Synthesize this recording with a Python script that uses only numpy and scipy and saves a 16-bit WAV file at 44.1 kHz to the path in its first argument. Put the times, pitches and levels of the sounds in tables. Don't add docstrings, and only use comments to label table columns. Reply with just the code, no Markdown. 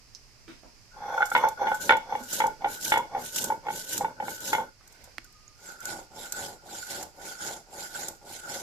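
import sys
import numpy as np
from scipy import signal
from scipy.fft import rfft, irfft, next_fast_len
from scipy.io import wavfile
from scipy.ndimage import uniform_filter1d

SR = 44100
rng = np.random.default_rng(int(sys.argv[2]) if len(sys.argv) > 2 else 0)


def to_wav(s):
    ch = np.atleast_2d(s).T
    pcm = np.round(np.clip(ch, -1, 1) * 32767)
    wavfile.write(sys.argv[1], SR, pcm.astype(np.int16))


N = 380450
TIME = np.arange(N) / SR
RING_TIME = np.arange(SR // 3) / SR
ATTACK = SR // 133

# mode_hz, level_db (relative), t60_s
BENDING_MODES = [(1440, 0, 0.039), (1526, -9.5, 0.039), (1290, -23, 0.018)]


def gain_of(db):
    return 10 ** (np.asarray(db) / 20)


def evened(x, size=None):
    return x / np.sqrt(np.mean(x[..., :size] ** 2) + 1e-20)


def read(points, hz):
    point_hz, value = np.transpose(points)
    return np.interp(np.log(hz + 1), np.log(point_hz + 1), value)


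def add(mix, s, sound):
    part = mix[:, max(round(s * SR), 0):][:, :sound.shape[1]]
    part += sound[:, :part.shape[1]]


def pan(left_db):
    return gain_of(np.array([[left_db], [-left_db]]) / 2)


def coloured(x, points):
    # band_hz, likeness (0-1)
    likeness = [(30, 0), (130, 1), (650, 0.9), (1400, 0.12), (3000, 0.13), (7000, 0), (15000, 0)]
    size = next_fast_len(x.shape[1])
    hz = np.fft.rfftfreq(size, 1 / SR)
    a, b = rfft(x, size)
    same = np.clip(read(likeness, hz), -1, 1)
    pair = np.array([a, same * a + np.sqrt(1 - same ** 2) * b])
    return evened(irfft(pair * gain_of(read(points, hz)), size)[:, :x.shape[1]])


def resonate(x, hz, width_hz):
    turn = np.exp(2j * np.pi * np.cumsum(hz * np.ones(x.shape[1])) / SR)
    r = np.exp(-np.pi * width_hz / SR)
    return 2 * (turn * signal.lfilter([1 - r], [1, -r], x / turn + 1e-18)).real


def wander(rate_hz):
    hz = np.fft.rfftfreq(N, 1 / SR)
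    return evened(irfft(rfft(rng.standard_normal(N)) / (1 + (hz / rate_hz) ** 4), N))


def air():
    # (per Hz, relative)
    air_colour = [(12, -29), (20, 7.5), (54, -3), (80, -11), (114, -2.5), (143, -13.5), (692, -20.5),
                  (1240, -20), (1350, -21), (2470, -18.5), (3550, -27), (4950, -12.5), (8850, -29),
                  (13800, -34), (15000, -36)]
    # time_s, level_db (relative)
    air_drift = [(0.5, 6.5), (3.1, 7.5), (4.75, 3.5), (5.1, 6.5), (6.6, 3.5), (8.63, 3)]
    level_db = -62.5 + np.interp(TIME, *np.transpose(air_drift))
    return gain_of(level_db) * coloured(rng.standard_normal((2, N)), air_colour) * pan(-4)


def taps(snap=10):
    # start_s, level_db (before pan), centre_hz, width_hz, t60_s, room_db (send)
    tap_rows = [(0.149, -45.5, 5280, 900, 0.074, -8), (0.477, -52, 252, 90, 0.13, 3.5),
                (.480, -53, 1490, 3060, 0.21, 6.5), (.632, -61, 272, 150, 0.2, 2),
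                (.634, -58.5, 720, 500, 0.15, 8.5), (2.206, -46, 240, 34.88, 0.16, -20),
                (4.81, -62, 1188, 900, .12, -5.5), (5.03, -60, 55, 50, .25, -9),
                (5.075, -58, 520, 204, 0.1, -6), (5.1827, -38, 2100, 1690, 0.016, -15.5),
                (5.181, -53, 257, 160, 0.051, -10), (5.245, -57.5, 1490, 151, .06, -23),
                (5.479, -53.5, 6700, 200, .02, -15.5)]
    out, far = np.zeros((2, 2, N))
    for s, db, hz, width_hz, t60_s, room_db in tap_rows:
        push = rng.standard_normal(len(RING_TIME)) + 0.5 * rng.standard_normal((2, len(RING_TIME)))
        push *= gain_of(-60 * RING_TIME / t60_s)
        push[:, 0] += snap
        body = resonate(resonate(push, hz, width_hz), hz, 2 * width_hz)
        sound = gain_of(db) * evened(body, 2 * ATTACK)
        add(out, s, sound * pan(-9))
        add(far, s, gain_of(room_db) * sound)
    return out, far


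def room(x, onset_s=0.0045):
    # band_hz, t60_s
    room_decay = [(150, .35), (800, 0.2), (3000, .3), (8000, 0.32), (15000, 0.29)]
    hz, t, z = signal.stft(rng.standard_normal((2, SR // 2)), SR, nperseg=256)
    fade = gain_of(-60 * t / read(room_decay, hz)[:, None])
    tail = signal.istft(z * fade, SR, nperseg=256)[1]
    tail *= np.clip(np.arange(tail.shape[1]) / SR / onset_s - 1, 0, 1)
    return signal.fftconvolve(x, tail / np.linalg.norm(tail[0]), axes=1)[:, :N]


def stroke_levels(rows, end_s, rest_speed, turn_speed, rumble_law, ring_law, hiss_law,
                  rumble_place, ring_place, rumble_focus_db, ring_focus_db, hiss_focus_db,
                  push_ease, pull_ease, blend_s=0.065):
    starts, *columns = np.transpose(rows)
    travel = np.interp(TIME, np.append(starts, end_s), np.arange(len(rows) + 1))
    stroke = np.minimum(travel.astype(int), len(rows) - 1)
    blend = round(blend_s * SR)
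    rumble, rubbed, crush, seed_place = (uniform_filter1d(column[stroke], blend) for column in columns)
    travel = stroke + (travel - stroke) ** np.where(stroke % 2, pull_ease, push_ease)
    place = (1 - np.cos(np.pi * travel)) / 2
    rocking = rest_speed + (turn_speed - rest_speed) * place ** 2
    speed_db = 20 * np.log10(np.hypot(np.sin(np.pi * travel), rocking))
    lifted_db = -60 * np.clip(np.maximum(starts[0] - TIME, TIME - end_s) / blend_s, 0, 1)
    return (rumble + lifted_db + rumble_law * speed_db - rumble_focus_db * (place - rumble_place) ** 2,
            rubbed + lifted_db + ring_law * speed_db - ring_focus_db * (place - ring_place) ** 2,
            crush + lifted_db + hiss_law * speed_db - hiss_focus_db * (place - seed_place) ** 2)


def grains(per_s, spread_db, smooth):
    size = gain_of(spread_db * np.minimum(rng.exponential(1, N), 4)) * (rng.random(N) < per_s / SR)
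    return evened(size * rng.standard_normal((2, N))) + smooth * rng.standard_normal((2, N))


def patchy(x, depth_db):
    z = signal.stft(x, SR, nperseg=512, noverlap=384)[2]
    patches = rng.standard_normal(z.shape[1:])
    for _ in range(2):
        patches = uniform_filter1d(uniform_filter1d(patches, size=5, axis=0), size=8, axis=1)
    z = z * gain_of(depth_db * evened(patches))
    return evened(signal.istft(z, SR, nperseg=512, noverlap=384)[1][:, :N])


def crunches(per_s=110, spread_db=4, cycles=11, low_hz=2400, high_hz=11000, count=24):
    out, t = np.zeros((2, N)), RING_TIME[:ATTACK]
    snaps = round(per_s * TIME[-1] / count)
    for hz in np.geomspace(low_hz, high_hz, count):
        ping = np.exp(2j * np.pi * hz * t - np.log(100) * hz * t / cycles)
        for when, size, turn_left, turn_right in rng.random((snaps, 4)):
            ports = np.exp(2j * np.pi * np.array([[turn_left], [turn_right]]))
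            level = gain_of(-spread_db * np.log(size + 0.041))
            add(out, when * TIME[-1], level * (ports * ping).real)
    return evened(out)


def strokes(levels, rumble_colour, hiss_colour, rumble_db, ring_db, hiss_db, ring_hz, bump_db,
            flicker_db, patch_db, grain_db, rumble_left_db, ring_left_db, hiss_left_db, lag_s,
            ring_flicker_db=3.0, crunch_db=-10):
    rumble, rubbed, crush = levels
    bumps = bump_db * wander(51)
    slab = coloured(grains(per_s=700, spread_db=-1, smooth=0.93), rumble_colour)
    slab *= gain_of(rumble + rumble_db + bumps)
    pressure = np.clip((crush - crush.max()) / 25 + 1, 0, 1)
    hz = ring_hz * (1 + 0.039 * pressure)
    rub = grains(per_s=900, spread_db=2.5, smooth=0.89)
    roller = evened(resonate(resonate(rub, hz, 70), hz, 240))
    roller *= gain_of(rubbed + ring_db + bumps + ring_flicker_db * wander(22))
    grit = patchy(coloured(grains(per_s=2500, spread_db=grain_db, smooth=1.0), hiss_colour), patch_db)
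    grit += gain_of(crunch_db) * crunches()
    grit *= gain_of(crush + hiss_db + flicker_db * wander(47))
    grit[0] = np.roll(grit[0], round(lag_s * SR))
    return slab * pan(rumble_left_db) + roller * pan(ring_left_db) + grit * pan(hiss_left_db)


def scrape(width_hz=100, judder_db=2, ends_db=24):
    # start_s, loudest_s, end_s (nominal; two rows out of order),
    # level_db (main ring), start_hz, end_hz
    slides = [(.93, 1.177, 1.31, -33, 834, 814), (1.36, 1.42, 1.55, -29, 972, 852),
              (1.57, 1.614, 1.82, -32, 822, 864), (1.90, 1.931, 2.35, -46.5, 870, 840),
              (2.06, 2.118, 2.252, -36.5, 796, 878), (2.40, 2.44, 2.55, -43, 910, 805),
              (2.60, 2.623, 2.79, -41, 840, 834), (2.92, 2.956, 3.18, -46, 870, 834),
              (3.09, 3.167, 3.26, -35, 784, 830), (3.46, 3.517, 3.59, -42, 850, 860),
              (3.62, 3.698, 3.67, -33.5, 830, 857), (3.99, 4.026, 4.17, -42, 930, 875),
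              (4.19, 4.241, 4.09, -32.5, 791, 828), (4.51, 4.57, 4.67, -34.5, 925.5, 835)]
    # mode_hz, width_hz, level_db (relative to the main ring)
    slide_modes = [(530, 70, -11), (730, 80, -12), (1040, 90, -13), (1780, 200, -21), (2160, 170, -19),
                   (3430, 170, -21), (4250, 150, -29), (5400, 200, -30), (5950, 400, -22),
                   (11800, 900, -31)]
    # time_s, level_db
    rasp = [(1, -0.5), (2.2, 2), (3.2, -5.5), (4.7, -4.5)]
    out, judder = np.zeros((2, N)), gain_of(judder_db * wander(70))
    for start, loudest, end, db, first_hz, last_hz in slides:
        slips = rng.standard_normal((2, SR // 2))
        t = start + TIME[:slips.shape[1]]
        hz = np.interp(t, [start, end], [first_hz, last_hz])
        growl = evened(resonate(resonate(slips[:1], hz, width_hz), hz, 2 * width_hz))
        for mode_hz, mode_width_hz, mode_db in slide_modes:
            heard = slips[:1] if mode_hz < BENDING_MODES[0][0] else slips
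            rasp_db = np.interp(loudest, *np.transpose(rasp)) * (mode_hz > 3000)
            mode = resonate(resonate(heard, mode_hz, mode_width_hz), mode_hz, mode_width_hz)
            growl = growl + gain_of(mode_db + rasp_db) * evened(mode)
        away = np.interp(t, [start, loudest, end], [-1, 0, 1])
        swell = gain_of(db - ends_db * away ** 2) * np.clip(10 * (1 - abs(away)), 0, 1)
        add(out, start, growl * swell)
    return out * judder * pan(-1.3)


def contacts():
    # start_s, level_db (before trims), ring_hz, bending_db and clack_db (relative), chatter_s
    drops = [(1.177, -23.5, 887, 3, -18.5, 0), (1.205, -19.5, 810, -1.5, -21, 0),
             (1.22, -26.5, 825, 12.5, -5, 0.0073), (1.226, -23.5, 840, 11, -10, 0),
             (1.316, -28, 814, 8, -11, 0), (1.35, -16, 966, 1, -4, 0),
             (1.362, -16.5, 913, -9.5, -7.5, .013), (1.437, -15, 875, -8.5, -19.5, 0.044),
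             (1.616, -19, 833, -16, -25, .019), (1.669, -20.5, 864, -23, -11.5, .012),
             (1.716, -19.5, 845, -3, -17, 0), (1.893, -17, 880, 2, 1, 0),
             (1.906, -14.5, 865, 4.5, -3, .015), (1.931, -17.5, 876, -12, -13, 0.038),
             (2.123, -22, 865, -20, -19, 0), (2.151, -21.5, 835, -37.5, -16, 0),
             (2.402, -18, 885, -7, -8, .015), (2.439, -17, 890, -11, -21, 0.037),
             (2.619, -35.5, 806, -30, -14, 0), (2.644, -19.5, 818, -11, -13.5, .024),
             (2.92, -16.5, 865, -2, -3, 0.037), (2.971, -16.5, 898, -15, -14.5, 0),
             (2.986, -22.5, 917, -18, -25, .013), (3.148, -25, 818, -13.5, -17, 0.028),
             (3.501, -19, 870, -17, -22, 0.019), (3.667, -29, 844, -15, -14.5, 0),
             (3.684, -24, 828, -7, -12.5, .018), (4.008, -20.5, 870, -29, -24, 0.0082),
             (4.045, -20, 895, -13.5, -18, 0.0015), (4.2, -25, 840, -17, -16.5, .023),
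             (4.281, -29.5, 824, -3, -8.5, 0), (4.53, -18.5, 867, -3.5, -7, 0.019),
             (4.582, -25, 908, -8, -18.5, 0.031)]
    gap_s, jitter_s, detune = 0.016, 0.0005, 0.022
    weaker_db, softer_db = -3, -2.5
    rows = []
    for s, db, hz, bend, hard, chatter_s in drops:
        rebounds = max(round(chatter_s / gap_s), 0)
        for k, delay_s in enumerate(np.linspace(0, chatter_s, 1 + rebounds)):
            late, off_pitch = rng.standard_normal(2) * (k > 0)
            softer = k * softer_db
            rows.append((s + delay_s + jitter_s * late, db + k * weaker_db,
                         hz * (1 + detune * off_pitch), bend + softer, hard + softer))
    return rows


def ring(modes, shift, rise_s, detune=0.014):
    # mode_hz, phase_rad
    port_phase = [(100, 3), (950, 0.5), (1430, 1.18), (1800, -1.5), (2100, 2.5), (3400, 3.5), (15000, -3)]
    hz, db, t60_s = np.transpose(modes)[:, :, None]
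    chance = rng.standard_normal((4, len(modes), 1))
    lag = read(port_phase, hz) * (1 + 0.25 * chance[0]) / 2
    phase = 2 * np.pi * hz * shift * (1 + detune * chance[1]) * RING_TIME + chance[2]
    fade = gain_of(db + chance[3] - 60 * RING_TIME / t60_s) * (1 - np.exp(-RING_TIME / rise_s))
    return evened(np.array([(fade * np.sin(phase + side * lag)).sum(0) for side in (-1, 1)]), ATTACK)


def knocks(body_db=-2.0, bend_db=-4.5, clack_db=-1, crack_db=-6, crack_t60_s=0.031,
           soft_rise_s=0.0033, hard_rise_s=0.0013, choke_db=9, settle_s=0.004):
    # mode_hz, level_db (relative), t60_s
    body_modes = [(830, 5, 0.051), (864, -10, 0.17), (862, -22, 0.082), (940, -13.5, 0.036),
                  (681, -30.5, 0.026), (524.6, -7, 0.051), (411, -19, 0.073), (245, -32.5, 0.018)]
    # mode_hz, level_db (relative), t60_s
    clack_modes = [(1790, -3, 0.034), (1968, -4, 0.033), (2130, -12.5, 0.073), (2223, -1, 0.088),
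                   (2954, -16.5, 0.15), (3460, -11.5, 0.11), (4220, -24.5, 0.027)]
    # band_hz, level_db (relative)
    crack_colour = [(150, -14.5), (500, 4), (1200, -0.5), (2200, -3.5), (3300, -2.5), (4500, -12),
                    (7000, -20), (15000, -43.5)]
    out = np.zeros((2, N))
    hits = contacts()
    gaps_s = np.diff([row[0] for row in hits], append=TIME[-1])
    for (s, db, hz, bend, hard), gap_s in zip(hits, gaps_s):
        shift = np.ones((len(body_modes), 1))
        shift[0] = hz / body_modes[0][0]
        rise_s = np.interp(hard, [-22, -5], [soft_rise_s, hard_rise_s])
        fade = gain_of(-60 * RING_TIME / crack_t60_s) * (1 - np.exp(-RING_TIME / rise_s))
        crack = coloured(rng.standard_normal((2, len(RING_TIME))), crack_colour)
        crack = evened(crack * fade, ATTACK)
        sound = gain_of(body_db) * ring(body_modes, shift, rise_s)
        sound += gain_of(bend + bend_db) * ring(BENDING_MODES, 1, rise_s)
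        sound *= gain_of(-choke_db * np.clip((RING_TIME - gap_s) / settle_s + 1, 0, 1))
        clack = gain_of(clack_db) * ring(clack_modes, 0.99, rise_s / 2, detune=0.023)
        sound += gain_of(hard) * pan(-0.9) * (clack + gain_of(crack_db) * crack)
        top_hz = np.interp(hard, [-20, -6], [2800, 6000])
        add(out, s, gain_of(db) * signal.lfilter(*signal.butter(2, top_hz, fs=SR), sound))
    return out * pan(-0.7)


def seeds(level_db=-5, rise_s=0.0007):
    # start_s, level_db (before level_db trim), t60_s
    bursts = [(1.255, -30, 0.083), (1.301, -31.5, 0.039), (1.486, -29, .035), (1.744, -33, 0.1),
              (1.9679, -35.5, .04), (2.235, -36.5, 0.071), (2.328, -21.5, .16), (2.4673, -30.5, 0.032),
              (2.831, -30, .06), (2.9757, -29, .04), (3.36, -21, .08), (3.4413, -19, .032),
              (3.9779, -19.5, 0.024), (4.404, -35, 0.029), (4.8762, -45, .032), (4.924, -46.5, .032),
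              (5.0395, -42, 0.063), (5.244, -44, .028), (5.325, -52, .03), (5.804, -37, .03),
              (5.8548, -25.5, 0.019), (6.3221, -21.5, 0.028), (7.0277, -28.5, .03), (8.0832, -24, .028)]
    # band_hz, level_db (relative)
    burst_colour = [(300, -13), (1200, -9), (1470, 7), (1900, -14.5), (4000, -3), (7200, 11), (9000, 0),
                    (14500, 4.5)]
    out = np.zeros((2, N))
    for s, db, t60_s in bursts:
        crumble = rng.standard_normal((2, len(RING_TIME)))
        crumble *= gain_of(2 * rng.standard_normal(len(RING_TIME)))
        crumble *= 1 - np.exp(-RING_TIME / rise_s)
        burst = coloured(crumble, burst_colour) * gain_of(-60 * RING_TIME / t60_s)
        add(out, s, gain_of(db + level_db) * evened(burst, ATTACK))
    return out * pan(-2)


def rustle(db=-59, clump_db=2):
    swell = np.interp(TIME, [4.76, 4.82, 5.07, 5.2], [0, 0.6, 1, 0])
    # band_hz, level_db (relative)
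    colour = [(50, -17), (110, -5), (200, -5), (500, 2), (900, 4.0), (1250, -13), (1500, 7),
              (1750, -7), (2100, 2), (3000, -7.0), (7000, -10), (14000, -17)]
    brush = patchy(coloured(rng.standard_normal((2, N)), colour), depth_db=2.5)
    return gain_of(db + clump_db * wander(32)) * swell * brush * pan(-5.5)


def faint_tone(db=-67, waver=0.0133, flutter_db=3):
    swell = np.interp(TIME, [5.24, 5.28, 5.56, 5.6], [0, 1, 1, 0])
    hz = np.interp(TIME, [5.25, 5.6], [1245, 1220]) * (1 + waver * wander(65))
    tone = evened(np.sin(2 * np.pi * np.cumsum(hz) / SR))
    return gain_of(db + flutter_db * wander(28)) * swell * tone


def scene():
    # start_s, rumble_db, ring_db, hiss_db, seed_place (0 near, 1 far)
    first_strokes = [(.92, -52.5, -43.5, -53.5, 0.99), (1.29, -44, -40.5, -43.5, 1),
                     (1.55, -45.5, -38, -47.5, 1), (1.79, -40.5, -45.5, -35.5, 1),
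                     (2.04, -47.5, -47.5, -47, 1), (2.28, -42.5, -45.5, -31.5, 0.98),
                     (2.58, -47, -46.5, -40, 0.94), (2.80, -41, -43.5, -31, 0.97),
                     (3.09, -45.5, -49, -38.5, 0.96), (3.32, -41.5, -47, -33, 0.89),
                     (3.62, -45.5, -50, -37, 0.78), (3.87, -41.5, -46.5, -31, 0.99),
                     (4.15, -44, -46, -39, .85), (4.39, -41.5, -44.5, -36.5, 0.75)]
    soft_strokes = [(5.56, -53.5, -46.5, -52.5, 0.48), (5.81, -41.5, -43, -43, 0.84),
                    (6.085, -45.5, -48.5, -44.5, 0.95), (6.315, -41.5, -42, -43, 0.73),
                    (6.60, -45.5, -45.5, -42.5, 0.95), (6.86, -41.5, -46, -40, 0.95),
                    (7.13, -45, -47.5, -45.5, 0.79), (7.38, -41.5, -44, -40, 0.88),
                    (7.65, -46, -48.5, -42.5, 1), (7.91, -43, -44, -40.5, 0.92),
                    (8.19, -47.5, -50.5, -44, 1), (8.42, -42.5, -41, -42.5, 0.41)]
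    # (per Hz, relative)
    first_rumble, first_hiss = [(35, -40), (60, -13), (150, -4), (237, -3.5), (279, -2), (321, -4.5),
                                (464, -1), (494, -4.5), (534, 2), (724, -11), (887, 0), (1250, -31),
                                (1620, -47), (2750, -120)], [(970, -40), (1650, -12), (2020, -11.5), (2620, -15.5),
                                                      (2920, -5), (3150, -7.5), (3890, -4), (4600, -7),
                                                      (7160, 0.5), (7990, -6), (9700, -7.5), (13700, -4),
                                                      (14600, -31.5), (15000, -34)]
    soft_rumble, soft_hiss = [(35, -40.5), (60, -8), (135, -9), (162, -5.5), (283, -7), (374, 0), (409, -4),
                              (514, -4.5), (561, 2.5), (621, -6), (843, 4), (1020, -11.5), (1250, -15.5),
                              (1620, -48), (2750, -120)], [(970, -44), (1650, -9.5), (1880, -8), (2140, -4.5),
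                                                   (2520, -12), (3480, -6), (5130, -4), (6000, -6),
                                                   (7290, 2), (8450, -10), (10600, -8), (13800, -11),
                                                   (14600, -24.5), (15000, -44)]
    first = stroke_levels(first_strokes, end_s=4.709, rest_speed=0.06, turn_speed=0.32,
                          rumble_law=0.86, ring_law=0.65, hiss_law=0.93,
                          rumble_place=0.38, ring_place=0.91,
                          rumble_focus_db=13.5, ring_focus_db=7, hiss_focus_db=45,
                          push_ease=1.01, pull_ease=0.86)
    soft = stroke_levels(soft_strokes, end_s=8.71, rest_speed=0.17, turn_speed=0.37,
                         rumble_law=1.59, ring_law=0.52, hiss_law=1.3,
                         rumble_place=0.75, ring_place=0.99,
                         rumble_focus_db=-1, ring_focus_db=18.5, hiss_focus_db=19,
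                         push_ease=1.01, pull_ease=0.84)
    stone = knocks() + scrape() + seeds()
    stone += strokes(first, first_rumble, first_hiss, rumble_db=0.6, ring_db=1.5, hiss_db=1.0,
                     ring_hz=1455, bump_db=-0.06, flicker_db=2.18, patch_db=2.0, grain_db=-0.5,
                     rumble_left_db=-1.5, ring_left_db=1.4, hiss_left_db=-1.0,
                     lag_s=0.0003, crunch_db=-16)
    stone += strokes(soft, soft_rumble, soft_hiss, rumble_db=-0.47, ring_db=1.0, hiss_db=4.0,
                     ring_hz=1426, bump_db=0.1, flicker_db=1.4, patch_db=3.0, grain_db=0.5,
                     rumble_left_db=0.0, ring_left_db=-2.5, hiss_left_db=-3.0,
                     lag_s=0.00005, crunch_db=-18.5)
    near, far = taps()
    return stone + near + room(gain_of(-12.5) * stone + far) + rustle() + air() + faint_tone()


def record(dry):
    edge_hz = 14600
    rounded = dry / (1 + (dry / 0.9) ** 6) ** (1 / 6)
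    lowpass = signal.firwin(255, edge_hz, window=("kaiser", 8), fs=SR)
    return signal.oaconvolve(rounded, lowpass[None], "same")


dry = scene()
out = record(dry)
to_wav(out)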